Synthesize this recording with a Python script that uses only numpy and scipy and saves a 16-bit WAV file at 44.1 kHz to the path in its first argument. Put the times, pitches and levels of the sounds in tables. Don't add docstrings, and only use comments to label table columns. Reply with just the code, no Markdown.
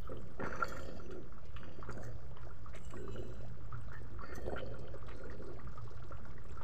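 import sys
import numpy as np
from scipy import signal
from scipy.fft import rfft, irfft
from scipy.io import wavfile

SR = 44100
rng = np.random.default_rng(int(sys.argv[2]) if len(sys.argv) > 2 else 0)


def wav_out(sig):
    wavfile.write(sys.argv[1], SR, np.round(np.clip(np.atleast_2d(sig).T, -1, 1) * 32767).astype(np.int16))


N = 292383

# (time [s], level [dB])
BOIL_LEVEL = [(0, 6), (1.4, 3), (2.6, 5.5), (3.6, 6.5), (4.9, 6), (5.7, 8), (6.201, 7.5), (6.63, 8.5)]
# (pitch [Hz], width [Hz], level [dB])
PAN_MODES = [(173.4, 5.8, -4), (211, 39, -12), (265.7, 113, -4), (371.7, 85, -1.5), (441, 80, -3),
             (503.6, 67, 1), (615.6, 24, -3), (717, 68, -2.5), (775, 25, -10)]


def simmer():
    # (bursts per second [1/s], spread of strength [dB])
    crackle_bursts = (1100, 6.5)
    # (frequency [Hz], level [dB per Hz])
    crackle_colour = [(1800, 3.5), (3000, 4.5), (5000, 2.5), (8000, 0), (9300, -22), (15000, -42)]
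    crackle_per_s, crackle_spread_db = crackle_bursts

    gurgle = swarm(388, 740, per_s=110, cycles=5.1, spread_db=6.5, rise=0.46, onset_cycles=0.59, count=12)
    blips = swarm(1143, 1500, per_s=99, cycles=6.6, spread_db=0.5, rise=0.072, onset_cycles=6.5, count=10)
    splutter = swarm(737, 1680, per_s=120, cycles=3.2, spread_db=2, rise=0.019, onset_cycles=0.39, count=14)
    pips = swarm(1690, 3520, per_s=70, cycles=17, spread_db=14.5, rise=0.074, onset_cycles=0.34, count=12)
    tiny = swarm(1750, 13500, crackle_per_s, cycles=4.2, spread_db=crackle_spread_db,
                 rise=0.017, onset_cycles=0.61)
    crackle = colour(tiny, crackle_colour)
    ticks = swarm(6970, 8760, per_s=66, cycles=36, spread_db=5, rise=0.024, onset_cycles=0.32, count=8)
    spray = spits(per_s=53, spread_db=3.5, fade_s=0.0057)

    bubbles = amp(-71.5) * gurgle + amp(-75.5) * blips + amp(-78.5) * splutter + amp(-86.5) * pips
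    edge = amp(-85.0) * crackle + amp(-93.0) * ticks + amp(-87.0) * spray
    return amp(curve_db(BOIL_LEVEL)) * (bubbles + edge)


def spits(per_s, spread_db, fade_s):
    # (frequency [Hz], level [dB per Hz])
    spray_colour = [(700, 16), (1500, 0), (3000, 8), (5000, 17), (8200, 3.5), (9500, -19), (15000, -36)]
    bursts = abs(clicks(N, per_s, spread_db))
    puffs = signal.lfilter([1], [1, -np.exp(-1 / (fade_s * SR))], bursts)
    grit = clicks(N, per_s=3200, spread_db=-1.0)
    return colour(puffs * grit, spray_colour)


def glugs():
    boil = amp(1.33 * curve_db(BOIL_LEVEL))
    deep = swarm(144.3, 550, per_s=90, cycles=11.6, spread_db=4, rise=0.059, onset_cycles=0.67, count=10)
    return amp(-73.0) * boil * deep


def plops():
    # (time [s], peak level [dB], pitch [Hz], ring time [s])
    large_bubbles = [(0.074, -44.5, 1290, 0.058), (0.1186, -45.5, 1290, 0.032), (0.471, -37, 1290, 0.013),
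                     (0.526, -35.5, 1450, 0.016), (0.553, -41, 1350, 0.016), (0.5995, -42, 1300, 0.023),
                     (0.644, -41.5, 1330, 0.028), (0.668, -53, 1380, 0.016), (0.7217, -38, 1375, 0.02),
                     (0.754, -51, 1370, 0.01), (0.766, -46, 1370, 0.025), (0.79, -46.5, 1370, 0.057),
                     (0.9972, -46, 1350, 0.0332), (1.3238, -49, 1290, 0.014), (1.3788, -50, 1302, 0.029),
                     (1.632, -41.5, 1430, 0.0057), (1.827, -38.5, 1187, 0.0092), (1.875, -46, 1190, 0.013),
                     (1.8955, -39.5, 1310, 0.013), (1.9776, -46, 1500, 0.0198), (2.37, -46.5, 1010, 0.011),
                     (2.432, -51.5, 1353, 0.022), (2.491, -53, 1450, 0.0089), (2.506, -50.5, 1390, 0.032),
                     (2.661, -43, 1223, 0.015), (2.936, -43.5, 1130, 0.015), (3.0788, -42.5, 1180, 0.018),
                     (3.7248, -41, 1270, 0.045), (3.745, -44.5, 1370, 0.029), (3.918, -43.5, 1420, 0.011),
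                     (3.962, -50, 1800, 0.04), (4.191, -42.5, 1300, 0.013), (4.2085, -43, 1129, 0.025),
                     (4.321, -49, 1400, 0.057), (4.4957, -46.5, 1495, 0.029), (4.7416, -46, 1394, 0.025),
                     (4.883, -49, 1390, 0.0082), (4.939, -41.5, 537, 0.04), (4.973, -60, 1390, 0.015),
                     (5.026, -46.5, 1200, 0.016), (5.114, -54, 545, 0.019), (5.236, -48.5, 1445, 0.047),
                     (5.254, -45, 480, 0.04), (5.299, -44.5, 1850, 0.011), (5.424, -51, 1420, 0.015),
                     (5.494, -45.5, 463, 0.031), (5.59, -46.5, 1160, 0.0088), (5.675, -45.5, 1280, 0.0103),
                     (5.7752, -43.5, 1254, 0.053), (5.877, -49.5, 1090, 0.0164),
                     (6.025, -47.5, 1350, 0.015), (6.109, -45, 540, 0.028), (6.12, -41.5, 1332, 0.023),
                     (6.253, -45.5, 1400, 0.0095), (6.379, -50, 1903, 0.016), (6.573, -45, 1315, 0.041),
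                     (6.6124, -37.5, 1070, 0.0045)]
    out = np.zeros(N)
    t = np.arange(SR // 10) / SR
    for start_s, db, hz, t60 in large_bubbles:
        add(out, start_s, amp(db) * bubble(hz, t60, rise=0.05, onset_cycles=2.5))
        splutter = evened(band(clicks(len(t), 1000, 0.42), 924, 1440, order=2))
        envelope = np.exp(-t / 0.028) * (1 - np.exp(-t / 0.0073))
        add(out, start_s - .004, amp(db - 12.5) * splutter * envelope)
    return out


def squelch():
    # (peak level [dB], pitch [Hz], swell time [s], fade time [s])
    air_pocket = (-21, 1370, .003, .003)
    escape_s = .6276
    db, hz, swell_s, fade_s = air_pocket
    t = np.arange(N) / SR - escape_s
    envelope = np.exp(np.minimum(t / swell_s, -t / fade_s))
    return amp(db) * np.sin(2 * np.pi * hz * t) * envelope


def snaps():
    # (time [s], level [dB], pitch [Hz], brightness [dB])
    wet_snaps = [(0.559, -45.5, 6020, -57), (0.643, -36, 4490, -65), (0.795, -47.5, 3210, -68.5),
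                 (0.8315, -48, 3113, -78), (0.889, -50.5, 3120, -88), (0.973, -51, 4827, -71),
                 (1.061, -51, 2730, -86), (1.1068, -51.5, 2850, -72), (1.567, -46, 3330, -71),
                 (1.925, -46, 4720, -88.5), (2.0393, -49.5, 6400, -71), (2.749, -50, 3770, -68.5),
                 (2.9056, -57, 2780, -63), (3.1794, -45.5, 2980, -67.5), (4.358, -47.5, 4400, -58),
                 (4.6628, -49, 4414, -72), (6.441, -58, 7560, -63)]
    out = np.zeros(N)
    t = np.arange(SR // 50) / SR
    for start_s, db, hz, bright_db in wet_snaps:
        noise = rng.standard_normal(len(t))
        tick = evened(band(noise, 2500, 6200, order=2)) * np.exp(-t / 0.0018)
        spit = evened(band(noise, 7900, SR / 2 - 1, order=2)) * np.exp(-t / 0.0009)
        high_ring = bubble(hz, 0.0158, rise=0.016, onset_cycles=1.1)
        add(out, start_s, amp(db - 19.5) * tick)
        add(out, start_s, amp(bright_db) * spit)
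        add(out, start_s, amp(db - 5.5) * high_ring)
    return out


def shoves():
    # (start [s], rise [s], hold [s], fade [s],
    # thump of the pieces [dB], push on the pan [dB], centre of the push [Hz])
    pushes = [(0.091, 0.006, 0.0067, 0.22, -49.5, -49, 470), (0.39, 0.026, 0.016, 0.08, -47.5, -42.5, 490),
              (0.472, 0.034, 0.44, 0.15, -55, -52, 650), (0.991, 0.13, 0.037, 0.2, -53, -51.5, 336),
              (1.579, 0.059, 0.0237, 0.33, -55.5, -62, 600), (1.857, 0.039, 0.0091, 0.144, -55, -63, 594),
              (1.937, 0.019, 0.065, 0.35, -57, -54, 684), (2.899, 0.064, 0.33, 0.12, -54, -54.5, 370),
              (3.978, 0.0099, 0.34, 0.23, -62, -83, 455), (4.189, 0.35, 0.061, 0.56, -54.5, -49, 564),
              (5.034, 0.04, 0.4, 0.35, -58, -55.5, 435)]
    push_q = 2.47
    out = np.zeros(N)
    for start_s, rise_s, hold_s, fade_s, thump_db, push_db, push_hz in pushes:
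        move = effort(rise_s, hold_s, fade_s)
        jolts = clicks(len(move), per_s=600, spread_db=4.0)
        slips = clicks(len(move), per_s=550, spread_db=3.5)
        thump = band(ring(jolts, PAN_MODES, direct_db=-14.0), 134.0, 323.5)
        push = band(ring(focus(slips, push_hz, push_q), PAN_MODES, direct_db=-6.5), 252, 648)
        add(out, start_s, amp(thump_db) * played(thump, move))
        add(out, start_s, amp(push_db) * played(push, move))
    return out


def squishes():
    # (start [s], length [s], level [dB rms], lowest bubble [Hz], highest bubble [Hz])
    tearing_runs = [(.395, 0.078, -47.5, 724, 1960), (.475, .1, -56.5, 1230, 1850),
                    (0.597, 0.057, -50.5, 830, 2040), (0.742, 0.074, -62.5, 1206, 2250),
                    (1.885, 0.026, -54, 1030, 1650), (2.362, 0.078, -65.5, 880, 1960),
                    (2.73, .05, -59.5, 1580, 2900), (4.561, 0.0406, -52.5, 1380, 3120),
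                    (5.081, 0.053, -57, 1070, 2500)]
    out = np.zeros(N)
    for start_s, length_s, db, lo_hz, hi_hz in tearing_runs:
        n = int(length_s * SR)
        tears = swarm(lo_hz, hi_hz, per_s=420, cycles=5, spread_db=2.0, rise=.1, onset_cycles=.5,
                      count=8, size=n)
        add(out, start_s, amp(db) * tears * signal.windows.tukey(n, .1))
    return out


def scrapes():
    # (start [s], rise [s],
    # fade [s], rasp [dB], scratch [dB], fine hiss [dB], rasp centre [Hz], scratch centre [Hz])
    slides = [(0.0, 0.0017, 0.25, -71.5, -78.5, -76, 3280, 5270),
              (0.392, 0.0025, 0.18, -54, -71, -101, 1690, 5000),
              (0.434, 0.033, 0.4, -50.5, -72.5, -88.5, 1560, 5650),
              (.57, 0.13, 0.23, -60, -64.5, -73, 2000, 5160), (.78, 0.082, 0.19, -72, -71, -85, 2380, 4900),
              (1.103, 0.0061, 0.031, -54.5, -65.5, -85, 2700, 5870),
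              (1.561, 0.0045, 0.059, -52.5, -71, -85, 2660, 3660),
              (1.883, 0.027, 0.22, -68, -69.5, -89, 1540, 6700),
              (2.023, 0.014, 0.071, -55, -64.5, -76.5, 1670, 6240),
              (2.728, 0.013, 0.099, -60.5, -67, -83, 2200, 7200),
              (2.839, 0.0094, 0.023, -78.5, -64.5, -87, 2780, 7440),
              (2.897, 0.011, 0.016, -57.5, -60, -84, 2740, 7540),
              (3.0, 0.28, 0.32, -77, -78, -88, 2780, 6600),
              (3.92, 0.021, 0.11, -56.5, -93, -86, 1780, 4400),
              (4.2, 0.048, 0.13, -56, -69, -92, 1420, 4060),
              (4.329, 0.019, 0.16, -62, -67, -73, 1880, 7900),
              (4.574, 0.0045, 0.068, -56, -83, -84, 2900, 3380),
              (5.064, 0.0031, 0.065, -63, -65, -105, 3570, 3670),
              (5.087, 0.0066, 0.092, -58.5, -76, -93, 1980, 4200),
              (5.3, 0.003, 0.059, -60, -68.5, -100, 1950, 4660)]
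    # (pitch [Hz], width [Hz], level [dB])
    rubbed_modes = [(886, 120, 6), (1253, 94.5, 19.5), (1417, 184, 8), (1750, 100, 6), (2100, 200, -7),
                    (2340, 45, -9), (2440, 52, -8.5), (3025, 220, -3), (3370, 110, -5.5), (3840, 110, -6),
                    (4340, 120, -7.5), (4570, 100, -2.5), (4817, 84, -20), (5200, 180, -19),
                    (5604, 71, -18), (6130, 160, -5.5), (6400, 170, -13.5), (6840, 260, -15),
                    (7170, 73, -18.5), (7330, 210, -11.5), (7860, 160, -6), (8530, 190, -14),
                    (9310, 150, -15.5), (10500, 270, 1), (11150, 150, -2), (12000, 230, 5),
                    (12500, 180, -15), (12850, 240, 1), (13700, 270, 4), (13300, 190, 17), (15200, 190, 7),
                    (14800, 110, -6), (16200, 220, 5)]
    rasp_q, scratch_q = 7.2, 3.6
    out = np.zeros(N)
    for start_s, rise_s, fade_s, rasp_db, scratch_db, hiss_db, low_hz, high_hz in slides:
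        move = effort(rise_s, 0, fade_s)
        move = move * amp(drift(len(move), per_s=140, depth_db=3.5))
        slips = clicks(len(move), per_s=900, spread_db=5.0)
        grit = clicks(len(move), per_s=2400, spread_db=10.0)
        rasp = rub(focus(slips, low_hz, rasp_q), rubbed_modes, 760, 4600, direct_db=-21)
        scratch = rub(focus(grit, high_hz, scratch_q), rubbed_modes, 3300, 9200, direct_db=-15)
        hiss = rub(grit, rubbed_modes, 8800, 15000, direct_db=-5.5)
        for db, texture in (rasp_db, rasp), (scratch_db, scratch), (hiss_db, hiss):
            add(out, start_s, amp(db) * played(texture, move))
    return out


def rub(drive, modes, lo_hz, hi_hz, direct_db):
    detune_share, favour_db = 0.0029, 5
    spot = rng.standard_normal((len(modes), 2))
    inside = []
    for (hz, width_hz, db), (pull, favour) in zip(modes, spot):
        if lo_hz < hz < hi_hz:
            inside.append((hz * (1 + detune_share * pull), width_hz, db + favour_db * favour))
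    return band(ring(drive, inside, direct_db), lo_hz, hi_hz)


def squeaks():
    # (start [s],
    # length [s], glide [share of pitch], line width [Hz], lines as (pitch [Hz], level [dB]))
    songs = [(.43, .23, 0, 90, [(2330, -70), (2650, -72), (4370, -76), (4620, -76), (5980, -72),
             (7220, -80)]), (.6, .25, -.012, 80, [(1770, -67), (2260, -70), (2720, -75), (4260, -74),
             (4600, -74), (7230, -68), (8350, -78), (14640, -83)]), (.662, .11, 0, 70, [(3300, -66),
             (4900, -77), (5950, -79)]), (.76, .29, -.02, 80, [(1800, -72), (2700, -79), (3280, -76),
             (4330, -77), (4600, -73), (4930, -80), (5280, -83), (6880, -80)]),
             (.86, .42, 0, 40, [(4540, -88), (6000, -82)]), (1.36, .22, .17, 45, [(2070, -79), (2450, -82),
             (2840, -82), (3270, -87)]), (1.57, .27, -.025, 120, [(1800, -76), (2500, -77), (2830, -75),
             (3230, -76), (4660, -79), (6030, -84)]), (1.876, .37, -.005, 50, [(4720, -82), (6340, -89),
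             (15100, -92)]), (2.745, .33, -.04, 170, [(2890, -76), (7480, -74), (8080, -74)]),
             (2.75, .62, 0, 110, [(12460, -95), (12990, -94), (13744, -94), (15332, -87)]),
             (2.92, .18, -.016, 50, [(1510, -66)]), (2.98, .5, 0, 70, [(2630, -78), (2930, -75),
             (3200, -84), (3960, -78), (5920, -86), (7280, -81)]), (4.22, .14, 0, 80, [(1790, -61),
             (2090, -68), (2530, -76), (4400, -76), (4750, -81)]), (4.31, .34, 0, 90, [(1800, -67),
             (2520, -80), (3180, -77), (4420, -77), (8280, -86)]), (4.54, .45, -.02, 80, [(1780, -80),
             (2540, -80), (3130, -79), (4480, -80), (14900, -92)]), (5.11, .2, 0, 18, [(1417, -71),
             (4183, -80)]), (5.29, .36, .01, 100, [(4086, -87), (4450, -83), (4760, -87)])]
    grip = .5
    out = np.zeros(N)
    for start_s, length_s, glide, width_hz, lines in songs:
        n = int(length_s * SR)
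        bend = np.cumsum(1 + glide * np.linspace(-.5, .5, n)) / SR
        arch = np.sin(np.pi * np.linspace(0, 1, n, endpoint=False) ** .75) ** .7
        flutter = amp(drift(n, per_s=220, depth_db=4.0) + drift(n, per_s=45, depth_db=3.0))
        narrow = signal.butter(3, width_hz / 2, fs=SR, output="sos")
        for hz, db in lines:
            turn = np.exp(2j * np.pi * hz * bend)
            slips = clicks(n, per_s=990, spread_db=1.0) / turn
            swing = signal.sosfilt(narrow, np.tile(slips, 2))[n:]
            steadied = swing / (abs(swing) + 1e-9) ** grip
            tone = flutter * (turn * steadied).real
            add(out, start_s, amp(db) * played(tone, arch))
    return out


def bumps():
    # (time [s], tick [dB], thud [dB], clack [dB])
    knocks = [(0.117, -65, -52, -72), (0.3959, -63, -50, -57), (0.407, -63, -59, -70),
              (0.437, -64, -51, -57), (0.452, -60, -56, -53), (0.471, -65, -50.5, -61),
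              (0.6, -60, -53, -55), (0.888, -62, -54.5, -72), (1.108, -62, -66, -76),
              (1.117, -57, -68, -65.5), (1.159, -66, -57, -72), (1.567, -58, -72, -75),
              (1.888, -68, -53, -62), (1.895, -61.5, -61, -62), (2.966, -69, -62, -63),
              (3.16, -62, -57, -62), (4.236, -80.5, -58, -57), (4.324, -67, -61, -61),
              (4.379, -61, -52, -66), (4.445, -67, -72, -86), (4.465, -56, -51, -76),
              (4.478, -48, -45.5, -84), (4.521, -59, -46, -80.5), (4.534, -64, -46.5, -81.5),
              (4.561, -56, -54, -52.5), (4.576, -54, -59, -53)]
    # (pitch [Hz], width [Hz], level [dB])
    clack_modes = [(1010, 130, -58.5), (1393, 100, 16.5), (1517, 37, 9), (1883, 61, 3.5), (2070, 800, -22),
                   (2490, 250, -10.5), (3060, 290, -25), (2960, 140, -27)]
    out = np.zeros(N)
    t = np.arange(SR // 16) / SR
    for start_s, tick_db, thud_db, clack_db in knocks:
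        blow = rng.standard_normal(len(t)) * np.exp(-t / 0.0022)
        thud = evened(band(ring(blow, PAN_MODES, direct_db=-8.0), 80, 774))
        clack = evened(band(ring(blow, clack_modes, direct_db=-13.0), 1300, 2840))
        tick = band(blow, 700, 4300, order=1)
        add(out, start_s, amp(thud_db) * thud + amp(clack_db) * clack + amp(tick_db) * tick)
    return out


def walls(x, t60, wet_db):
    t = np.arange(SR // 2) / SR
    tail = clicks(len(t), 2000, 0.91) * np.exp(-np.log(1000) * t / t60) * (t > .003)
    echo = signal.oaconvolve(x, tail / np.linalg.norm(tail))[:N]
    return x + amp(wet_db) * echo


def kitchen():
    # (frequency [Hz], level [dB per Hz])
    room_colour = [(15, -8.5), (28, -11.5), (42, -30), (65, -12), (95, -15), (150, -20.5), (280, -46.5),
                   (500, -31), (850, -44.5), (1350, -40.5), (2200, -52), (5400, -60.5), (8000, -66),
                   (9500, -71.5), (15000, -69.5)]
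    # (pitch [Hz], width [Hz], level [dB rms])
    hum_lines = [(55.3, 8.6, -54), (114.24, 8.5, -58.5), (184.4, 6.2, -66.5)]
    # (time [s], level [dB])
    hum_swell = [(0, 3.5), (1.3, -5), (2.1, 5.5), (2.7, -2.5), (3.05, 9.5), (3.35, 2), (3.8, 11.5),
                 (4.2, 3), (4.6, 5), (5.199, -2), (5.8, 5), (6.63, -4)]
    noise = amp(-52) * colour(rng.standard_normal(N), room_colour)
    first, second, third = (hum(*line) for line in hum_lines)
    return noise + first + amp(curve_db(hum_swell)) * second + third


def hum(centre_hz, width_hz, db):
    hz = np.fft.rfftfreq(N, 1 / SR)
    spectrum = rfft(rng.standard_normal(N)) / (1 + ((hz - centre_hz) / width_hz) ** 2)
    return amp(db) * evened(irfft(spectrum, N))


def bubble(hz, t60, rise, onset_cycles):
    t = np.arange(int(max(t60, .002) * SR)) / SR
    pitch = hz * (1 + rise * (np.minimum(3 * t / t60, 1) - .5))
    turns = np.cumsum(pitch) / SR
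    fade = np.exp(-np.log(1000) * t / t60)
    onset = 1 - np.exp(-turns / onset_cycles)
    wave = np.sin(2 * np.pi * turns) * fade * onset
    return wave / abs(wave).max()


def swarm(lo_hz, hi_hz, per_s, cycles, spread_db, rise, onset_cycles, count=24, size=N):
    out = np.zeros(size)
    for hz in np.geomspace(lo_hz, hi_hz, count):
        t60 = cycles * rng.uniform(1.0, 3.1) / hz
        grain = bubble(hz, t60, rise, onset_cycles)
        out += signal.oaconvolve(clicks(size, per_s / count, spread_db), grain)[:size]
    return evened(out)


def clicks(n, per_s, spread_db):
    chance = rng.random(n)
    size = np.minimum(rng.exponential(1, n), 4)
    sign = rng.choice([-1, 1], n)
    return (chance < per_s / SR) * sign * amp(spread_db * size)


def ring(x, modes, direct_db):
    out = amp(direct_db) * x
    for hz, width_hz, db in modes:
        peak = signal.iirpeak(hz, hz / (1.63 * width_hz), SR)
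        tone = signal.lfilter(*peak, signal.lfilter(*peak, x))
        out = out + amp(db + drift(len(x), per_s=14.93, depth_db=2.5)) * tone
    return out


def effort(rise_s, hold_s, fade_s):
    t = np.arange(int((rise_s + hold_s + 2 * fade_s) * SR)) / SR
    fade_times = np.maximum(t - rise_s - hold_s, 0) / fade_s
    return np.minimum(t / rise_s, 1) * amp(-20 * fade_times)


def played(x, move):
    return x * move * np.sqrt(np.sum(move ** 2) / np.sum((x * move) ** 2))


def drift(n, per_s, depth_db):
    knots = rng.standard_normal(256)
    return depth_db * np.interp(np.arange(n) * per_s / SR, np.arange(len(knots)), knots)


def curve_db(points):
    return np.interp(np.arange(N) / SR, *np.transpose(points))


def colour(x, points):
    hz, db = np.transpose(points)
    log_hz = np.log(np.fft.rfftfreq(len(x), 1 / SR) + 1)
    gain = amp(np.interp(log_hz, np.log(hz), db))
    return evened(irfft(rfft(x) * gain, len(x)))


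def focus(x, hz, q):
    return signal.lfilter(*signal.iirpeak(hz, q, SR), x)


def band(x, lo_hz, hi_hz, order=3):
    return signal.sosfilt(signal.butter(order, [lo_hz, hi_hz], "band", fs=SR, output="sos"), x)


def amp(db):
    return 10 ** (np.asarray(db) / 20)


def evened(x):
    return x / np.sqrt(np.mean(x ** 2) + 1e-20)


def add(mix, start_s, sound):
    part = mix[max(round(start_s * SR), 0):][:len(sound)]
    part += sound[:len(part)]


def scene():
    stew = simmer() + glugs() + plops() + squelch() + snaps()
    spoon = shoves() + squishes() + scrapes() + squeaks() + bumps()
    return (walls(stew + spoon, t60=0.12, wet_db=-9.0) + kitchen())[None]


def record(dry):
    edge_hz, offset = 15550, .022
    low_pass = signal.firwin(511, edge_hz, window=("kaiser", 9), fs=SR)
    return signal.oaconvolve(dry, low_pass[None], "same") + offset


dry = scene()
out = record(dry)
wav_out(out)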